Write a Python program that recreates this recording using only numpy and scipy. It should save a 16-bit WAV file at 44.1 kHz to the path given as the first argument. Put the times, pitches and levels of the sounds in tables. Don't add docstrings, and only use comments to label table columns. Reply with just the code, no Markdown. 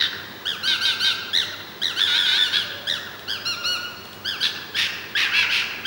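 import sys
import numpy as np
from scipy import signal
from scipy.fft import rfft, irfft, next_fast_len
from scipy.io import wavfile
from scipy.ndimage import uniform_filter1d

SR = 44100
rng = np.random.default_rng(int(sys.argv[2]) if len(sys.argv) > 2 else 0)


def transcribe(u):
    v = np.clip(np.atleast_2d(u).T, -1, 1)
    q = np.round(v * 32767).astype(np.int16)
    wavfile.write(sys.argv[1], SR, q)


N = 258426
BAND_LIMIT_HZ = 15950


def gain_of(db):
    return 10 ** (np.asarray(db) / 20)


def unit_rms(x):
    return x / np.sqrt(np.mean(x ** 2) + 1e-20)


def curve_at(curve, hz):
    f, value = np.transpose(curve)
    return np.interp(np.log(hz + 1), np.log(f + 1), value)


def add(mix, start_s, sound):
    part = mix[max(round(start_s * SR), 0):][:len(sound)]
    part += sound[:len(part)]


def eq(x, curve):
    size = next_fast_len(len(x) + 2048)
    gain = gain_of(curve_at(curve, np.fft.rfftfreq(size, 1 / SR)))
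    return irfft(rfft(x, size) * gain, size)[:len(x)]


def stack_eq(first, second):
    corners = sorted(hz for hz, _ in first + second)
    return [(hz, curve_at(first, hz) + curve_at(second, hz)) for hz in corners]


def wander(size, hz):
    f = np.fft.rfftfreq(size, 1 / SR)
    return unit_rms(irfft(rfft(rng.standard_normal(size)) * (f > 0) / (1 + (f / hz) ** 4), size))


def gate(t, start, end, ramp_s=0.0056):
    return np.clip(np.minimum(t - start, end - t) / ramp_s + .5, 0, 1)


# (frequency [Hz], gain [dB])
TOWN_EQ = [(10, -70), (25, -50), (50, -20), (75, -11.5), (100, -4), (135, -7.5), (190, -2.5), (260, -6.5),
           (370, -2.5), (600, -9), (1200, -7.5), (2300, -15.5), (5000, -18.5), (8000, -32), (15000, -36.5)]

def town(rumble_db=-41, hum_hz=95.7, hum_db=-55):
    rumble = unit_rms(eq(rng.standard_normal(N), TOWN_EQ))
    pitch = hum_hz + 3.24 * wander(N, 5.1)
    hum = np.sin(2 * np.pi * np.cumsum(pitch) / SR) * (1 + 0.22 * wander(N, 3.2))
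    return gain_of(rumble_db) * rumble + gain_of(hum_db) * unit_rms(hum)


def arch(crest, rise_s, fall_s, top_hz, level_db, mouth_hz, bright_db, *,
         rise_sag, rise_power, fall_sag, fall_power, start_db, end_db, dull_db, closing_per_s, attack_s):
    start = crest - rise_s
    t = np.arange(max(start, 0), crest + fall_s, 1 / SR)
    before, after = np.maximum(crest - t, 0) / rise_s, np.maximum(t - crest, 0) / fall_s
    early, late = before ** rise_power, after ** fall_power
    tension = 1 - rise_sag * early - fall_sag * late
    attack_db = 20 * np.log10(np.clip((t - start) / attack_s, 1e-3, 1))
    level = level_db + attack_db + start_db * early + end_db * late
    mouth = mouth_hz * tension ** 0.64 * np.exp(-closing_per_s * (t - crest))
    brightness = bright_db + dull_db * (before ** 4 + 0.45 * late)
    return t, top_hz * tension, level, mouth, brightness


def flutter(t, crest, depth, rate_hz=81.4, lead_s=0.0274, hold_s=0.043, fade_s=0.018, slowing_s=.08):
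    age = t - crest
    turns = rate_hz * np.where(age < 0, age, slowing_s * (1 - np.exp(-np.abs(age) / slowing_s)))
    fade_in = np.clip((age + lead_s) / 0.0029 + .5, 0, 1)
    fade_out = np.clip((hold_s - age) / fade_s + .5, 0, 1)
    return depth * fade_in * fade_out * np.sin(np.pi * turns) ** 2


def vocal_folds(hz, bright_db, rasp, chaos):
    phase = 2 * np.pi * np.cumsum(hz) / SR
    folds = sum(gain_of(bright_db * np.log2(k / 2)) * (k * hz < BAND_LIMIT_HZ)
                * np.cos(k * phase + k ** 2) for k in range(1, 13))
    second = phase * 2 / 5 + 2 * chaos * wander(len(hz), 364)
    return unit_rms(folds * (1 + rasp * (np.cos(second) + .22 * np.cos(2 * second))))


def formants(x, throat, mouth_hz, mouth_pull):
    rest_hz = max(throat, key=lambda point: point[1])[0]
    hz, age, spectra = signal.stft(x, SR, nperseg=256, noverlap=192)
    slide = np.interp(age, np.arange(len(x)) / SR, (mouth_hz / rest_hz) ** mouth_pull)
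    gain = gain_of(curve_at(throat, hz[:, None] / slide))
    return signal.istft(spectra * gain, SR, nperseg=256, noverlap=192)[1][:len(x)]


# (frequency [Hz], gain [dB])
HEAD_EQ = [(60, -40), (300, -3), (800, 2), (6000, 0), (7700, -9), (9600, -0.5), (11800, -8), (13500, -6.5),
           (15500, -5)]

def cry(t, hz, level_db, mouth_hz, bright_db, throat, choke, rasp=0, chaos=0, mouth_pull=0.81):
    size = len(t)
    choke, chaos = np.clip(choke, 0, 1), np.clip(chaos, 0, 1)
    tightness = uniform_filter1d(choke, size=520)
    bend = 0.091 * (tightness - choke)
    jitter = (0.0055 + 0.071 * tightness + .055 * chaos ** 2) * wander(size, 300)
    hz = uniform_filter1d(hz, size=500, mode="nearest") * (1 + bend + jitter)
    bright_db = np.clip(bright_db, -12, 7) - 4 * tightness
    folds = vocal_folds(hz, bright_db, rasp, chaos)
    breath = (gain_of(-29) + chaos ** 2 * gain_of(-11)) * rng.standard_normal(size)
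    voice = eq(formants(folds + breath, throat, mouth_hz, mouth_pull), HEAD_EQ)
    voice /= np.sqrt(uniform_filter1d(voice ** 2, size=400) + 1e-12)
    throb = (1 - choke) ** 1.8
    throb /= np.sqrt(uniform_filter1d(throb ** 2, size=560) + 1e-6)
    shudder = gain_of((1.3 + .6 * chaos) * np.tanh(wander(size, 160)))
    fades = gate(t, t[0] + .002, t[-1] - .002, ramp_s=.004)
    return t[0], gain_of(level_db) * voice * throb * shudder * fades


# (frequency [Hz], gain [dB])
FOX_THROAT = [(400, -56), (950, -31.5), (1500, -3), (2200, -15.5), (2900, -8), (3700, 3.5), (4150, -5),
              (4750, -11.5), (5400, -17.5), (7000, -23), (10000, -30.5), (15500, -37)]
# (frequency [Hz], gain [dB])
SQUAWK_EQ = [(1500, -1.5), (2600, 0.5), (3450, 3), (4000, 0.5), (4800, 3.5), (5800, -1.5), (7300, -4),
             (9500, 1)]
# (crest [s], rise [s], fall [s], top pitch [Hz], level [dB], mouth target [Hz],
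# brightness [dB/octave], flutter [0-1], rasp lead before crest [s], rasp length [s], rasp depth,
# chaos [0-1])
SQUAWK_CUES = [ (.012, 0.064, 0.064, 1905, -21.5, 4070, 0, 0.58, 0.042, 0.1, 1.13, 0.97),
               (0.687, 0.06, 0.084, 1590, -21.5, 3770, 2, 0.07, 0.012, 0.067, 1.8, 0.13),
               (.854, 0.049, 0.09, 1589, -21.5, 3780, 3, 0, 0.002, 0.064, 2.2, 0.13),
               (1.058, 0.064, 0.077, 1586, -21, 3760, 3, 0, 0.014, 0.065, 2, 0.15),
               (2.57, .052, .065, 1697, -22, 3660, 3, 0.42, 0.0394, 0.048, 1.7, 0.42),
               (4.455, .054, 0.029, 1736, -21.5, 3800, 3.5, 0.34, 0.028, 0.046, 2.5, 0.49), ]

def squawks(rasp_db=4, rasp_fade_db=0.5, rasp_db_per_octave=-3.5):
    throat = stack_eq(FOX_THROAT, SQUAWK_EQ)
    for crest, *form, depth, lead_s, rasp_s, rasp, chaos in SQUAWK_CUES:
        t, hz, level_db, mouth_hz, bright_db = arch(
            crest, *form, rise_sag=.2, rise_power=2, fall_sag=.2, fall_power=1.8,
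            start_db=-6, end_db=-7.5, dull_db=0, closing_per_s=1.1, attack_s=0.0074)
        rasp_start = crest - lead_s
        on = gate(t, rasp_start, rasp_start + rasp_s)
        level_db += on * (rasp_db - rasp_fade_db * ((t - rasp_start) / rasp_s - .5))
        bright_db += on * rasp_db_per_octave
        choke = flutter(t, crest, depth)
        yield cry(t, hz, level_db, mouth_hz, bright_db, throat, choke, rasp * on, chaos * on)


# (delay [s], gain [dB])
NEAR_ECHOES = [(.0171, -25), (.0207, -16.5), (.0244, -29.5), (.0296, -14)]
# (delay [s], gain [dB])
FAR_ECHOES = [(.108, -13.5), (.1765, -18)]
# (frequency [Hz], gain [dB])
FAR_EQ = [(700, -9), (1400, 14), (1900, -7), (2800, 3.5), (5000, -36), (12000, 3.5)]
# (frequency [Hz], time to fall 60 dB [s])
TAIL_T60 = [(500, 0.17), (1500, 1.75), (3500, 1.42), (6000, 0.8), (10000, 0.18), (15000, 0.13)]
# (frequency [Hz], gain [dB])
TAIL_EQ = [(500, 30), (1450, 0.5), (2200, 2.5), (3500, -5), (6000, 9), (10000, 13), (15000, 8)]

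def yard(x, tail_db=-10.5, build_s=0.0013):
    t = np.arange(int(1.4 * SR)) / SR
    taps = rng.standard_normal(len(t)) * (rng.random(len(t)) < .15) * (1 - np.exp(-t / build_s))
    hz, age, spectra = signal.stft(taps, SR, nperseg=256)
    decay = gain_of(-60 * age / curve_at(TAIL_T60, hz)[:, None])
    tail = signal.istft(spectra * decay, SR, nperseg=256)[1]
    tail = eq(tail / np.linalg.norm(tail), TAIL_EQ)
    wet = gain_of(tail_db) * signal.fftconvolve(x, tail)[:N]
    for echoes, sound in ((NEAR_ECHOES, x), (FAR_ECHOES, eq(x, FAR_EQ))):
        for delay, db in echoes:
            add(wet, delay, gain_of(db) * sound)
    return wet


# (crest [s], rise [s], fall [s], top pitch [Hz], level [dB], mouth target [Hz],
# brightness [dB/octave], flutter rate [Hz], flutter [0-1])
YELP_CUES = [ (.493, 0.041, 0.07, 1707, -23, 3530, 2.5, 90, .85),
             (1.375, .046, 0.068, 1956, -17, 3920, 2.5, 88.5, 0.94),
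             (1.857, .043, .073, 1866, -20.5, 3860, 2.5, 90, 0.97),
             (2.9123, 0.045, 0.074, 1861, -21, 3970, 2, 85.5, 0.9), ]

def yelps():
    for crest, *form, rate_hz, depth in YELP_CUES:
        t, *envelopes = arch(
            crest, *form, rise_sag=.2, rise_power=1.9, fall_sag=0.34, fall_power=1.2,
            start_db=-5, end_db=-13.5, dull_db=-1.5, closing_per_s=0.16, attack_s=0.0044)
        yield cry(t, *envelopes, FOX_THROAT, flutter(t, crest, depth, rate_hz))


# (start [s], length [s], pitch [Hz], level before trim [dB])
MOAN_CUES = [(1.417, 0.16, 615, -64), (2.58, .42, 584.4, -62.5), (3.282, .59, 589, -65.5)]

def moans(trim_db=1.0, sway=0.0373, quaver=0.018):
    track = np.zeros(N)
    for start, length, hz, db in MOAN_CUES:
        size = int(length * SR)
        pitch = hz * (1 + sway * wander(size, 6.25) + quaver * wander(size, 27))
        tone = unit_rms(np.sin(2 * np.pi * np.cumsum(pitch) / SR))
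        add(track, start, gain_of(db + trim_db) * tone * signal.windows.tukey(size, .3))
    return track


# (time [s], pitch [Hz], level [dB], mouth target [Hz])
SNARL_CURVES = [(1.958, 1334, -33, 3280), (1.976, 1488, -24, 3440), (2.018, 1740, -17, 3550),
                (2.058, 1670, -23.5, 3500), (2.09, 1445, -19.5, 3470), (2.124, 1434, -19, 3500),
                (2.204, 1740, -19.5, 3600), (2.25, 1632, -21.5, 3420), (2.27, 1499, -19.5, 3580),
                (2.316, 1463, -18.5, 3610), (2.404, 1791, -19.5, 3620), (2.434, 1772, -17, 3630),
                (2.446, 1550, -25, 3567), (2.49, 1373, -26, 3210)]
# (crest [s], rasp lead before crest [s], flutter [0-1], rasp depth, chaos [0-1])
SNARL_SWELLS = [(2.028, 0.037, 0.6, 2.6, .4), (2.201, 0.13, 0.51, 2.9, 0.14),
                (2.402, 0.1463, 0.46, 2.43, 0.25)]
# (frequency [Hz], gain [dB])
JAW_EQ = [(1500, 0), (3800, 0), (4500, 1.5), (5500, -2.5), (8000, -1)]

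def snarl(bright_db=3, rasp_db_per_octave=-4.0, let_go_s=0.021):
    times, *columns = np.transpose(SNARL_CURVES)
    t = np.arange(times[0], times[-1], 1 / SR)
    envelopes = [np.interp(t, times, column) for column in columns]
    choke, dulling, rasp, chaos = np.zeros((4, len(t)))
    for crest, lead_s, depth, swell_rasp, swell_chaos in SNARL_SWELLS:
        on = gate(t, crest - lead_s, crest - let_go_s)
        choke += flutter(t, crest, depth, rate_hz=101.2)
        dulling += rasp_db_per_octave * on
        rasp += swell_rasp * on
        chaos += swell_chaos * on
    yield cry(t, *envelopes, bright_db + dulling, stack_eq(FOX_THROAT, JAW_EQ), choke, rasp, chaos)


# (time [s], level before trim [dB])
TICK_CUES = [(3.194, -33.5), (3.8394, -38), (3.9065, -41), (4.0524, -34), (4.087, -37), (4.1298, -31.5)]

def ticks(trim_db=-2, ring_hz=3250, decay_s=0.0045):
    track, t = np.zeros(N), np.arange(1500) / SR
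    resonance = signal.iirpeak(ring_hz, Q=7, fs=SR)
    for start, db in TICK_CUES:
        ring = unit_rms(signal.lfilter(*resonance, rng.standard_normal(len(t))))
        add(track, start, gain_of(db + trim_db) * ring * np.exp(-t / decay_s))
    return track


# (frequency [Hz], gain [dB])
NARROW_THROAT = [(400, -40), (1000, -30), (1500, -7.5), (2300, -15.5), (2900, -5.5), (3500, -6),
                 (4350, -2.5), (5000, -6.5), (5800, -12.5), (7000, -25.5), (10000, -34), (15500, -33.5)]
# (crest [s], rise [s], fall [s], top pitch [Hz], level [dB], mouth target [Hz],
# brightness [dB/octave], flutter [0-1], rise sag [0-1], fall sag [0-1], arch flatness [exponent])
WHINE_CUES = [ (3.315, 0.042, 0.072, 1620, -25, 3740, 2, 0.47, 0.2, 0.31, 1.72),
              (3.487, 0.039, 0.069, 1422, -23, 4160, 2.5, 0.05, .12, 0.21, 2.23),
              (3.695, .06, .085, 1458, -22.5, 3800, 3, 0, .22, .22, 3.2),
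              (4.29, 0.047, 0.084, 1663, -24.5, 3750, 1, 0.43, 0.18, 0.35, 1.62), ]

def whines():
    for crest, *form, depth, rise_sag, fall_sag, flatness in WHINE_CUES:
        t, *envelopes = arch(
            crest, *form, rise_sag=rise_sag, rise_power=flatness, fall_sag=fall_sag, fall_power=flatness,
            start_db=0.5, end_db=-13.5, dull_db=-7, closing_per_s=2.7, attack_s=.016)
        yield cry(t, *envelopes, NARROW_THROAT, flutter(t, crest, depth, rate_hz=112))


# (frequency [Hz], gain [dB])
SCREAM_THROAT = [(400, -72), (950, -14.5), (1600, 0.5), (2050, 2), (2650, 9), (3300, 1.5), (4400, -4),
                 (5500, -14.5), (6800, -24), (10000, -32.5), (15500, -34)]
# (crest [s], rise [s], fall [s], top pitch [Hz], level [dB], mouth target [Hz],
# brightness [dB/octave], flutter [0-1], onset trim [dB], rasp depth, chaos [0-1])
SCREAM_CUES = [ (4.8, .057, 0.078, 1844, -20.5, 2930, 7, 0.08, -4, 0.73, 0.99),
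               (5.204, .055, 0.075, 1889, -19, 2500, 4.5, 0.35, 4.5, 1.2, 0.82),
               (5.383, 0.066, 0.074, 1692, -17.5, 2630, 2.5, 0.06, -5.5, 1.7, 0.3),
               (5.55, .06, .082, 1668, -20.5, 2860, 5.5, 0.08, -2.5, 2, 0.77),
               (5.9, 0.051, .06, 1860, -18, 3440, 5, 0.08, -2, 1.65, 0.76), ]

def screams(clean_start_s=.021, clean_end_s=0.007):
    for crest, *form, depth, onset_db, rasp, chaos in SCREAM_CUES:
        t, hz, level_db, mouth_hz, bright_db = arch(
            crest, *form, rise_sag=.2, rise_power=2.6, fall_sag=.21, fall_power=2.1,
            start_db=-4.5, end_db=-7.5, dull_db=-14, closing_per_s=0.079, attack_s=.004)
        on = gate(t, t[0] + clean_start_s, t[-1] - clean_end_s)
        level_db += onset_db * np.interp(t, [t[0], crest], [1, 0]) ** 2
        yield cry(t, hz, level_db, mouth_hz, bright_db, SCREAM_THROAT, flutter(t, crest, depth),
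                  rasp * on, chaos * on, mouth_pull=0.46)


def scene():
    direct = moans() + ticks()
    faders_db = {yelps: -0.8, squawks: -0.88, snarl: -1, whines: -1, screams: -0.5}
    for cries, db in faders_db.items():
        for start, sound in cries():
            add(direct, start, gain_of(db) * sound)
    return (direct + yard(direct) + town())[None]


def record(dry):
    whistle_hz, whistle_db = 15645, -49.5
    whistle = gain_of(whistle_db) * unit_rms(np.sin(2 * np.pi * whistle_hz * np.arange(N) / SR))
    lowpass = signal.firwin(1023, BAND_LIMIT_HZ, window=("kaiser", 9), fs=SR)
    return signal.oaconvolve(dry + whistle, lowpass[None], "same")


dry = scene()
out = record(dry)
transcribe(out)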